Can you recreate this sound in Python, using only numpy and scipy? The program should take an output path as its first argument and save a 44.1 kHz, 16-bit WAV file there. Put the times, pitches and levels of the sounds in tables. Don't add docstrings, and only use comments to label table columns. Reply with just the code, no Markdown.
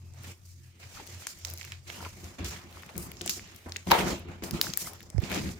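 import sys
import numpy as np
from scipy import signal
from scipy.fft import rfft, irfft, next_fast_len
from scipy.io import wavfile
from scipy.ndimage import uniform_filter1d, map_coordinates

SR = 44100
rng = np.random.default_rng(int(sys.argv[2]) if len(sys.argv) > 2 else 0)


def unload_wav(signal):
    wavfile.write(
        sys.argv[1],
        SR,
        np.round(np.clip(np.atleast_2d(signal).T, -1, 1) * 32767).astype(np.int16),
    )


def volts_from_db(level):
    exponent = np.asarray(level, float) / 20
    return 10 ** exponent


N = 246519

# f/Hz, width/Hz, relative level/dB
DESK_MODES = [(65, 29, -4), (183, 32, -1.5), (253, 35, -6), (346.7, 18, -1.5), (429.3, 17.7, -9.5),
              (527.7, 15.6, -14), (709, 15, -14)]


def unit(x):
    return x / np.sqrt(np.mean(x ** 2) + 1e-20)


def along(points, hz):
    f, v = np.transpose(points)
    return np.interp(np.log(hz + 1), np.log(f + 1), v)


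def wobble(rate):
    knots = rng.standard_normal(int(N * rate / SR) + 4)
    return map_coordinates(knots, [np.arange(N) * rate / SR])


def resonance(f, hz, width_hz):
    return 1j * f * width_hz / (hz * hz - f * f + 1j * f * width_hz + 1e-9)


def modes(table):
    return lambda f: sum((-1) ** k * volts_from_db(db) * resonance(f, hz, w) for k, (hz, w, db) in enumerate(table))


def filtered(x, response):
    m = next_fast_len(x.shape[-1] + 8192)
    return irfft(rfft(x, m) * response(np.fft.rfftfreq(m, 1 / SR)), m)[..., :x.shape[-1]]


def shaped(spectrum):
    return lambda f: volts_from_db(along(spectrum, f))


def rush(response, patchy_db):
    # f/Hz, likeness (1 = the same, 0 = unrelated)
    alike = [(60, 0.77), (180, 0.92), (550, 0.54), (1650, -0.097), (4970, -0.015), (15000, -0.008)]
    noise = rng.standard_normal((2, N))
    z = signal.stft(noise, nperseg=512)[2]
    field = uniform_filter1d(rng.standard_normal(z.shape[1:]), 6, 0)
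    field = uniform_filter1d(field, 8, 1)
    pair = signal.istft(z * volts_from_db(patchy_db * unit(field)), nperseg=512)[1][:, :N]
    turn = lambda f: np.arccos(np.clip(along(alike, f), -1, 1)) / 2
    mid, side = filtered(pair, lambda f: response(f) * [np.cos(turn(f)), np.sin(turn(f))])
    return np.array([mid + side, mid - side]) / np.sqrt(np.mean(mid ** 2))


def ticks(level_db, low_hz, high_hz, rate, cycles):
    draw = rng.random((int(rate * N / SR), 4))
    start = (draw[:, 0] * (N - 256)).astype(int)
    hz = low_hz * (high_hz / low_hz) ** draw[:, 1:2]
    t = np.arange(256) / SR
    size = volts_from_db(level_db[start, None] + 9.9 * draw[:, 2:3] ** 2)
    grain = size * np.sin(2 * np.pi * hz * t) * np.exp(-hz * t / cycles)
    where = (start[:, None] + np.arange(256)).ravel()
    side = volts_from_db(10 * (draw[:, 3:4] - .5))
    return np.array([np.bincount(where, (grain * g).ravel(), N) for g in (side, 1 / side)])


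def add(out, s, sound):
    start = max(round(s * SR), 0)
    out[:, start:start + sound.shape[-1]] += sound[..., :N - start]


def together(*levels_db):
    return 10 * np.log10(sum(10 ** (np.asarray(db) / 10) for db in levels_db))


def strokes(table):
    let_go = 1.3
    t = np.arange(0, N + 64, 64) / SR
    s, rise, fall, *peaks = np.transpose(table)[..., None]
    distance = np.where(t < s, (s - t) / np.abs(rise), (t - s) / np.abs(fall))
    loss_db = 10 * distance ** let_go
    return [np.interp(np.arange(N) / SR, t, together(*np.maximum(db - loss_db, -200))) for db in peaks]


def curves(rows):
    s, *cols = np.transpose(rows)
    return [np.interp(np.arange(N) / SR, s, c) for c in cols]


def hum():
    # f/Hz, width/Hz, relative level/dB
    hum_modes = [(88.6, 3.8, 0), (129, 5.9, -3.5)]
    # t/s, level/dB
    hum_level = [(0, -45), (.31, -46), (.378, -59), (.458, -49.5), (.69, -46.5), (.78, -61.5),
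                 (.858, -44.5), (.984, -63.5), (1.176, -44), (1.27, -71), (1.518, -40.5), (1.612, -53),
                 (1.75, -44.5), (1.97, -50), (2.08, -43.5), (2.13, -56.5), (2.256, -41.5), (2.375, -77),
                 (2.4, -39), (2.525, -44.5), (2.603, -58.5), (2.95, -57), (3.088, -53.5), (3.473, -52.5),
                 (3.64, -59), (3.67, -44), (3.86, -57.5), (4.012, -43), (4.275, -49), (4.43, -47),
                 (4.77, -55), (4.859, -48), (5.2, -60.5), (5.474, -34), (5.59, -51)]
    tone_hz, waver_hz, noise_db = 88.6, 2.53, -5.5
    level_db, = curves(hum_level)
    tone = np.sin(2 * np.pi * np.cumsum(tone_hz + waver_hz * wobble(6)) / SR)
    noise = rush(lambda f: modes(hum_modes)(f) * resonance(f, 69, 114), patchy_db=0.5)
    return volts_from_db(level_db) * (1.17 * tone + volts_from_db(noise_db) * noise)


def still_air():
    # f/Hz, relative level/dB
    air_colour = [(15, -59), (25, -10), (92, -5), (192, -24), (349, -51), (878, -86), (7710, -68),
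                  (15200, -81), (16500, -87)]
    return volts_from_db(-61) * rush(shaped(air_colour), patchy_db=5.0)


def shaking_desk(desk_db):
    # f/Hz, relative level/dB
    rumble_colour = [(20, -32), (35, 4), (52, 14), (70, 3), (95, -56)]
    rumble_db = together(desk_db - 29, -87)
    shiver_db = 1.5 * wobble(30)
    desk = rush(lambda f: modes(DESK_MODES)(f) * resonance(f, 88, 440), patchy_db=-3.0)
    rumble = rush(shaped(rumble_colour), patchy_db=4)
    return volts_from_db(desk_db + shiver_db) * desk + volts_from_db(rumble_db) * rumble


def slime(squelch_db, smack_db, flutter):
    # f/Hz, relative level/dB
    squelch_colour = [(220, -31), (400, -3), (600, 0), (950, -2), (1300, -3.5), (1700, -7), (2400, -11),
                      (4000, -76)]
    # f/Hz, relative level/dB
    smack_colour = [(800, -12), (1500, -8), (2300, -1.5), (3200, -6), (4300, -10.5), (7000, -41)]
    squelch_gain = volts_from_db(squelch_db - 1.75 + 2.0 * flutter + 1.4 * wobble(11))
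    squelch = squelch_gain * rush(shaped(squelch_colour), patchy_db=2.2)
    smack_gain = volts_from_db(smack_db + 1.6 * flutter + 0.36 * wobble(28))
    smack = smack_gain * rush(shaped(smack_colour), patchy_db=2.2)
    froth = ticks(squelch_db - 0.5, 295, 1890, rate=110, cycles=1.33)
    fine_froth = ticks(smack_db + 0.5, 1330, 5300, rate=81, cycles=1.3)
    sticky = ticks(smack_db + 3, 1800, 8000, rate=180, cycles=.8)
    return squelch + smack + froth + fine_froth + sticky


def paper(rustle_db, hiss_db, flutter):
    # f/Hz, relative level/dB
    rustle_colour = [(2000, -21), (3500, -7), (4800, 3.5), (6200, 4.5), (7600, 3), (9000, -47),
                     (12000, -52)]
    # f/Hz, relative level/dB
    hiss_colour = [(6000, -17), (8200, 6), (10500, 1), (13000, -1.5), (15500, -3.5), (16500, -41)]
    rustle_gain = volts_from_db(rustle_db + 2.05 * flutter + 0.22 * wobble(4.8))
    rustle = rustle_gain * rush(shaped(rustle_colour), patchy_db=1.4)
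    hiss_gain = volts_from_db(hiss_db + 2.2 * flutter + 1.2 * wobble(27.93))
    hiss = hiss_gain * rush(shaped(hiss_colour), patchy_db=1.4)
    fibres = ticks(rustle_db + 3.5, 3800, 8000, rate=160, cycles=2.5)
    fine_fibres = ticks(hiss_db + .1, 9000, 15000, rate=120, cycles=2.2)
    return rustle + hiss + fibres + fine_fibres


def kneading():
    # peak t/s, rise/s, fall/s, squelch level/dB, desk shaking level/dB, smack level/dB
    squeezes = [(.19, 0.05, 0.059, -61, -63, -62.5), (.245, 0.016, 0.053, -56.5, -55, -54),
                (.295, 0.05, 0.036, -53, -51.5, -55), (.83, 0.017, 0.038, -66, -70, -56),
                (.984, 0.048, 0.055, -57, -53.5, -53), (1.27, 0.49, 0.19, -80, -69, -59),
                (1.45, 0.0031, 0.23, -57, -58, -56.5), (1.72, 0.14, 0.07, -82, -81, -56.5),
                (1.885, 0.016, 0.25, -56, -53, -51), (2.065, 0.12, 0.02, -50, -65, -55),
                (2.256, 0.093, 0.14, -55.5, -49.5, -61.5), (2.388, 0.0051, 0.095, -49, -39.5, -50.5),
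                (2.45, 0.0086, 0.044, -60, -50, -43.5), (2.525, 0.024, 0.083, -49, -48, -49),
                (2.96, 0.0015, 0.16, -53.5, -43.5, -59.5), (3.21, 0.0013, 0.58, -70, -67, -57),
                (3.285, 0.066, 0.1, -63, -47.5, -54.5), (3.66, 0.001, 0.069, -51, -47, -71),
                (3.76, 0.037, 0.041, -55, -52, -58.5), (3.87, 0.0041, 0.32, -48, -35.5, -47.5),
                (3.93, 0.019, 0.063, -25.5, -36, -33.5), (3.99, 0.017, 0.057, -32, -29, -37.5),
                (4.06, 0.081, 0.089, -38, -33, -45), (4.12, 0.055, 0.047, -48, -34, -45),
                (4.285, 0.0014, 0.093, -51, -45, -61), (4.424, 0.0013, 0.14, -48, -37, -54),
                (4.545, 0.012, 0.069, -44.5, -35, -46), (4.64, 0.013, 0.075, -48, -47, -49),
                (4.69, 0.059, 0.078, -62, -43, -52.5), (4.78, 0.0036, .1, -73, -75, -53),
                (4.86, 0.048, 0.1, -50.5, -47.5, -57.5), (5.147, 0.15, 0.11, -59, -53, -88),
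                (5.225, 0.02, 0.12, -47, -41, -50.5), (5.31, 0.014, 0.13, -45, -36, -46.5),
                (5.36, 0.064, 0.06, -39, -31.5, -41.5), (5.45, 0.033, 0.091, -50.5, -35.5, -49.5)]
    # peak t/s, rise/s, fall/s, rustle level/dB, hiss level/dB
    crumples = [(.195, 0.034, .04, -62, -71), (.24, .02, 0.043, -57.5, -61), (.295, 0.053, 0.04, -55, -59),
                (.458, 0.016, 0.25, -63, -67.5), (.96, 0.05, 0.071, -55, -62),
                (1.08, 0.038, 0.088, -64, -71), (1.21, 0.034, 0.035, -56.5, -59),
                (1.27, 0.0033, 0.054, -47, -51), (1.452, .003, 0.0082, -40, -47),
                (1.5, 0.031, 0.04, -54.5, -57.5), (1.61, 0.056, 0.15, -58, -63),
                (1.878, 0.0071, 0.4, -55.5, -60), (1.97, 0.1, 0.064, -57.5, -62),
                (2.256, 0.095, 0.094, -59.5, -63), (2.386, 0.0014, 0.053, -56.5, -65.5),
                (2.446, 0.0011, 0.094, -43.5, -49.5), (2.53, 0.017, 0.056, -56, -63),
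                (2.98, 0.0031, 0.044, -56, -49), (3.025, 0.038, 0.05, -56.5, -52.5),
                (3.2, 0.072, 0.19, -59, -73), (3.28, 0.031, 0.016, -45, -70),
                (3.296, 0.0021, 0.062, -36, -44.5), (3.56, .01, .08, -71, -67),
                (3.76, 0.13, 0.034, -61.5, -67.5), (3.87, 0.0019, 0.15, -51.5, -56),
                (3.93, 0.049, 0.067, -48, -53), (3.995, 0.032, 0.048, -44.5, -43.5),
                (4.1, 0.084, 0.053, -42.5, -51), (4.19, 0.017, .015, -79, -62),
                (4.285, 0.0013, 0.12, -65.5, -72), (4.424, 0.00088, 0.033, -55, -75),
                (4.44, .006, 0.048, -49, -51.5), (4.545, 0.025, 0.067, -52, -55.5),
                (4.625, 0.0079, 0.059, -43.5, -45), (4.67, 0.035, 0.073, -45.5, -58),
                (4.8, 0.018, 0.069, -42, -43.5), (4.865, 0.024, 0.034, -48.5, -46.5),
                (5.25, 0.029, 0.1, -52, -59), (5.35, 0.054, 0.099, -45, -51.5),
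                (5.44, 0.043, 0.05, -50, -55.5), (5.51, .03, 0.043, -53, -60)]
    # t/s, squelch level/dB, desk shaking level/dB, rustle level/dB, hiss level/dB
    handling = [(0, -71, -65, -73.5, -79), (.15, -75, -69, -70, -74), (.4, -74.5, -68, -74, -76),
                (.78, -99, -66, -89, -96), (.8, -63.5, -66, -62.5, -69), (1.1, -59.5, -60, -59.5, -67),
                (1.7, -79, -67, -60, -72), (1.86, -96, -73, -78, -91), (2.03, -73, -46, -64, -58),
                (2.1, -104.5, -63, -75.5, -80), (2.6, -64, -61.5, -71, -76),
                (2.8, -56.5, -58.5, -63, -66.5), (3.15, -62, -53, -66, -77),
                (3.45, -65.5, -54.5, -62, -72.5), (3.85, -69, -67, -88, -79), (4.2, -73, -56, -63, -84.5),
                (4.27, -76, -60.5, -73, -85), (4.42, -85, -65, -86, -88), (4.45, -62, -59, -68, -70),
                (4.6, -66, -54, -60, -77), (5.0, -64, -65, -63.5, -73), (5.19, -81, -60, -71, -81),
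                (5.59, -82, -48, -70, -78)]
    *squeeze_db, smack_db = strokes(squeezes)
    light = curves(handling)
    squelch_db, desk_db, rustle_db, hiss_db = map(together, squeeze_db + strokes(crumples), light)
    smack_db = together(smack_db, light[0] - 3, rustle_db - 22.5)
    grip, stick = wobble(22), wobble(110)
    flutter = .45 * grip + .75 * stick
    return shaking_desk(desk_db) + slime(squelch_db, smack_db, flutter) + paper(rustle_db, hiss_db, flutter)


def squeaks():
    # start t/s, end t/s, first f/Hz, last f/Hz, level/dB, roughness (0-1)
    squeak_list = [(0, 0.18, 2600, 2590, -72.5, 0.46), (0.594, 0.72, 1740, 1790, -72.5, 0.65),
                   (4.857, 4.872, 1920, 2200, -44, 0.3)]
    out = np.zeros((2, N))
    for start, end, first_hz, last_hz, db, rough in squeak_list:
        u = np.linspace(0, 1, round((end - start) * SR))
        glide_hz = first_hz + (last_hz - first_hz) * u
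        phase = 2 * np.pi * np.cumsum(glide_hz) / SR + 3 * rough * wobble(255)[:len(u)]
        swell = np.sqrt(np.sin(np.pi * u) + 1e-9)
        add(out, start, volts_from_db(db) * swell * np.sin(phase)[None])
    return out


def echo(burst, length):
    # f/Hz, time to fall by 60 dB/s
    room_decay = [(500, 0.41), (2000, 0.15), (6000, 0.26), (14000, 0.22)]
    hz, t, z = signal.stft(rng.standard_normal((2, length)), SR, nperseg=256)
    fading = z * volts_from_db(-60 * t / along(room_decay, hz)[:, None])
    tail = signal.istft(fading, SR, nperseg=256)[1][:, :length]
    tail = tail * np.clip((np.arange(length) / SR - .004) / 0.025, 0, 1)
    return signal.fftconvolve(burst, tail / np.linalg.norm(tail[0]), axes=1)[:, :length]


def clicks():
    # t/s, level/dB, cavity f/Hz, bright edge level against the body/dB, left against right/dB
    releases = [(.1364, -41.5, 6400, -12, -8), (.2342, -46, 6000, 15, 18), (.2701, -49, 6000, 10, -3),
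                (0.949, -38, 4200, -20, -12), (1.0732, -31, 6100, -13, 10), (1.1, -38, 6000, -10, -6),
                (1.068, -43.5, 2460, 13, -4), (1.2211, -38.5, 1320, -30, 1), (1.2689, -15, 6900, -19, 1),
                (1.2682, -29, 1520, -18, 5), (1.388, -40, 7100, 2, -5), (1.449, -19.5, 5460, -6, -11.5),
                (1.4604, -38, 5240, -8, -2), (1.4704, -31, 6500, 2, -1), (1.483, -31, 5200, -15, -4),
                (1.491, -37, 7000, -2, 2), (1.5, -28, 6500, 5, -1), (1.511, -34, 6080, -1, -4),
                (1.537, -35, 7600, 13.5, 1.5), (1.575, -27, 5400, -3, -6), (1.5826, -31, 6100, 0, 0),
                (1.6113, -29.5, 2190, -25, -7), (1.613, -29.5, 6000, -15, -11), (1.617, -34, 2200, -20, -4),
                (1.6292, -32, 4670, -24, -9), (1.643, -32, 2240, -21, -10), (1.6488, -27, 6240, -3, -6),
                (1.6506, -35, 2090, -25, -8), (1.675, -42, 1900, -10, -3), (1.68, -42, 1800, -9.5, -8),
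                (1.7048, -49, 3500, -20, -6), (1.72, -25, 2650, -24, -5), (1.7198, -29.5, 6570, -17, -6),
                (1.7257, -37.5, 1920, -3, -6), (1.9001, -24.5, 2660, -22, -7), (1.943, -34, 3160, -25, -4),
                (2.049, -26.5, 2300, -28, -5), (2.2422, -35, 5300, -22, 5), (2.389, -38, 2610, -28, 2),
                (2.445, -25, 7140, -27, 5), (2.4607, -43, 1960, -18, -8), (2.509, -26, 5280, -4, 1),
                (2.5617, -36.5, 1500, -8, -11), (2.6377, -47, 6500, -7, -5), (2.7105, -50, 2960, 9, 0),
                (2.726, -39.5, 3500, -1, -3), (2.7709, -37, 1130, -20, 7), (2.823, -42, 3000, 5, 3),
                (2.8333, -32, 1720, -18, 3), (2.8626, -39, 7500, 1, 2), (2.891, -37, 1790, -20, 11),
                (2.9543, -37, 2090, -21, 6), (2.965, -33, 6500, 0.5, 1), (2.9785, -21.5, 8100, 8.5, 4.5),
                (3.027, -34, 7300, -11, -13), (3.1163, -31, 2250, 5, 3), (3.169, -36.5, 5730, -26, -13),
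                (3.211, -24, 3380, -27, 11), (3.215, -20.5, 7240, -13, -2), (3.261, -18, 8700, -18, 7),
                (3.271, -30, 6600, -15, 0), (3.277, -23.5, 2980, -10, 11.5), (3.276, -17, 7500, -11, -9),
                (3.294, -17, 5930, -35, 4), (3.2948, -18, 5700, 7, -16), (3.311, -23, 6900, -17, -4),
                (3.4743, -41, 4000, 0, 6), (3.547, -40, 2760, 1, 1), (3.5614, -34, 6900, 4, 1.5),
                (3.6875, -38.5, 1240, -1, 1), (3.6943, -32, 6150, -20, -5), (3.7207, -19.5, 4750, -17, 2),
                (3.761, -20, 2570, -20, 7), (3.766, -18.5, 6350, -17, -5), (3.8708, -28, 890, -13, 5),
                (3.903, -20, 2800, -25, 2), (4.1937, -44, 2980, 8, 0), (4.4222, -36, 1100, -35, 4),
                (4.437, -26, 2380, 1, 0), (4.5093, -20.5, 5000, 3.5, 2.5), (4.5862, -34, 2800, -24, -3),
                (4.613, -4.5, 5300, -1, 2.5), (4.626, -36, 7000, 16, 0), (4.736, -17, 5330, -9, 6),
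                (4.7729, -15, 7750, 10.5, 0), (4.7727, -28, 1430, -20, 5), (4.9336, -36.5, 5000, 9.5, 5),
                (5.005, -34, 2660, -1.5, 6), (5.0154, -39, 1820, -30, 4), (5.0286, -36.5, 5000, 3, 2),
                (5.101, -28.5, 7160, -23, 2.5), (5.161, -45, 1500, -9, -2),
                (5.1802, -40.5, 1530, -27, -22.5), (5.18, -40.5, 5800, -25, -27),
                (5.2019, -41, 5500, 3, -3), (5.2188, -40, 1180, 7, -7), (5.238, -30.5, 2870, -13, -14),
                (5.299, -29.5, 2960, 2, 10), (5.306, -33, 2000, -20, 9), (5.3158, -23, 2500, 2, 6),
                (5.327, -24, 2080, -13, 6), (5.34, -25, 2800, -13, 4), (5.345, -19, 5900, -8, 4),
                (5.377, -30, 2500, -12, 12), (5.393, -26.5, 3700, -10, 2), (5.4576, -31, 2200, -12, 2),
                (5.49, -31, 2400, -12, 0)]
    snap = 3
    out, t = np.zeros((2, N)), np.arange(768) / SR
    peak_one = lambda x: x / np.abs(x).max()
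    for s, db, hz, edge_db, pan_db in releases:
        shared, *own = rng.standard_normal((3, len(t)))
        decay = .5 * volts_from_db(-60 * t / .008) + .08 * volts_from_db(-60 * t / .03)
        crackle = (.6 * shared + np.array(own)) * decay
        crackle[[0, 1], rng.integers(0, 8, size=2)] = snap
        low = (.5 + .009 * db) * (.5 if hz < 3000 else -1)
        body = filtered(crackle, lambda f: resonance(f, hz, .7 * hz) ** 2 + low * resonance(f, 2100, 2800) ** 2)
        edge = filtered(crackle, lambda f: resonance(f, 11960, 8100) ** 2)
        side = volts_from_db(pan_db * np.array([[.5], [-.5]]))
        burst = volts_from_db(db) * (side * peak_one(body) + volts_from_db(edge_db) * peak_one(edge))
        add(out, s + .0006, burst)
        add(out, s, volts_from_db(-13) * echo(burst, length=SR // 3))
    return out


def bubbles():
    # t/s, level/dB, f/Hz, cycles of ringing
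    bubble_list = [(0.971, -40.5, 1340, 6.6), (0.998, -35.5, 850, 2.5), (0.987, -52, 260, 1.1),
                   (0.999, -43, 450, 1.3), (1.011, -43.5, 415, 2), (1.024, -44, 280, 1.4),
                   (1.976, -45, 2830, 2.5), (2.005, -37.5, 1370, 4.7), (2.012, -39, 915, 2.4),
                   (2.027, -36, 930, 2.2), (2.053, -36, 1350, 6), (2.062, -33, 1010, 3.3),
                   (2.069, -46, 1020, 4.3), (2.396, -33, 258, 0.77), (2.52, -40, 385, 1.5),
                   (2.522, -45, 950, 2.5), (3.2605, -31, 704, 1.9), (3.395, -29.5, 2150, 1),
                   (3.935, -16.5, 712, 3.8), (3.953, -18, 910, 4), (3.963, -23, 532, 6.2),
                   (4.002, -22.5, 377, 2.1), (4.007, -23, 2150, 6.6), (4.026, -31, 275, 1.8),
                   (4.045, -25.5, 228, 1.6), (4.141, -31, 590, 2.3), (4.068, -30, 400, 0.85),
                   (4.125, -24.5, 301, 2), (4.593, -36, 1290, 2.9), (4.6425, -39, 1370, 2.4),
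                   (4.668, -25, 1480, 1.3), (4.701, -26, 4840, 5), (4.873, -32.5, 1250, 2),
                   (5.316, -33, 1350, 4.4), (5.457, -31, 326, 2.7)]
    out, t = np.zeros((2, N)), np.arange(1500) / SR
    for s, db, hz, cycles in bubble_list:
        age = hz * t / cycles
        ring = np.sin(2 * np.pi * hz * t * (1 + 0.0046 * age)) * np.exp(-age) * (1 - np.exp(-6 * age))
        ring = ring * (1 + .6 * np.array([wobble(900)[:len(t)], wobble(900)[:len(t)]]))
        add(out, s, volts_from_db(db) * ring / np.abs(ring).max() * volts_from_db([[1.5], [-1.5]]))
    return out


def presses():
    # t/s, level/dB
    press_list = [(2.172, -42.5), (2.225, -44), (2.387, -43), (2.445, -46), (2.771, -45), (2.954, -37),
                  (3.209, -32.5), (3.258, -34), (3.369, -39), (3.656, -39.5), (3.86, -52), (3.914, -18),
                  (4.122, -34), (4.284, -45), (4.424, -32.5), (4.526, -42), (4.815, -39), (5.459, -39)]
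    out, t = np.zeros((2, N)), np.arange(SR // 5) / SR
    for s, db in press_list:
        ring = 0
        for hz, width_hz, level_db in DESK_MODES:
            strength = volts_from_db(level_db + rng.normal(0, 0.69))
            ring = ring + strength * np.exp(-np.pi * width_hz * t) * np.sin(2 * np.pi * hz * t)
        ring = ring * (1 - np.exp(-t / 0.0031))
        add(out, s, volts_from_db(db) * ring[None] / np.abs(ring).max())
    return out


def swing(rows):
    t = np.arange(N) / SR
    return sum(volts_from_db(db) * np.exp(-((t - s) / half) ** 2) * np.cos(2 * np.pi * hz * (t - s))
               for s, db, hz, half in rows)


def rocks():
    # centre t/s, level/dB, f/Hz, half length/s
    rock_list = [(2.41, -38, 59.4, 0.017), (2.475, -36.5, 66, .035)]
    return swing(rock_list)


def pop():
    # t/s, level/dB, cavity f/Hz, time to fall by 60 dB/s
    cracks = [(3.91, -16, 1000, 0.0053), (3.912, -11, 920, 0.0085), (3.9158, -6, 1010, 0.0045),
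              (3.917, -7, 880, 0.047), (3.922, -15.5, 705, 0.11)]
    out, t = np.zeros((2, SR // 4)), np.arange(SR // 8) / SR
    first = cracks[0][0]
    for s, db, hz, t60 in cracks:
        lag = np.array([[0], [2.2]]) * np.clip(t / 0.0045, 0, 1)
        phase = 2 * np.pi * hz * t + lag + 0.99 * wobble(300)[:len(t)]
        ring = np.sin(phase) * volts_from_db(np.array([[1.5], [-1.5]]) - 60 * t / t60)
        crack = 2.0 * rng.standard_normal((2, len(t))) * volts_from_db(-60 * t / 0.01)
        crack = filtered(crack, lambda f: resonance(f, 2630, 3400) ** 2 + 0.17 * resonance(f, 11600, 8300))
        add(out, s - first, volts_from_db(db) * (ring + crack))
    whole = np.zeros((2, N))
    add(whole, first, out + volts_from_db(-11.5) * echo(out, length=SR // 4))
    return whole


def puffs():
    # centre t/s, level/dB, f/Hz, half length/s
    puff_list = [(4.535, -20, 161, 0.0031), (5.15, -21, 129, 0.0039), (5.171, -15, 83, 0.0078),
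                 (5.183, -17.5, 315, 0.00075), (5.189, -10, 83.7, 0.0094), (5.235, -19.5, 150, 0.0035)]
    return swing(puff_list) * np.array([[.03], [1]])


def scene():
    # f/Hz, left against right/dB
    port_balance = [(60, 1.5), (120, 0), (240, 1), (480, 1), (950, 1.5), (1890, -1.5), (3770, -4.5),
                    (7520, -3.5), (15000, 16.5)]
    steady = filtered(hum() + kneading() + still_air() + pop(),
                      lambda f: volts_from_db(along(port_balance, f) * np.array([[.5], [-.5]])))
    bright_left = lambda f: volts_from_db(np.clip((f - 8300) / 2500, 0, 1) * np.array([[3], [-10]]))
    return steady + filtered(clicks(), bright_left) + squeaks() + bubbles() + presses() + rocks() + puffs()


def band_limit(x):
    return signal.sosfilt(signal.butter(12, 16990, fs=SR, output="sos"), x)


def record(dry):
    bass_cut = filtered(dry, lambda f: (1j * f / (1j * f + 30)) ** 2)
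    rounded = bass_cut / (1 + np.abs(bass_cut / .92) ** 6) ** (1 / 6)
    mix = filtered(rounded, lambda f: f < 16900)
    return band_limit(mix)


dry = scene()
out = record(dry)
unload_wav(out)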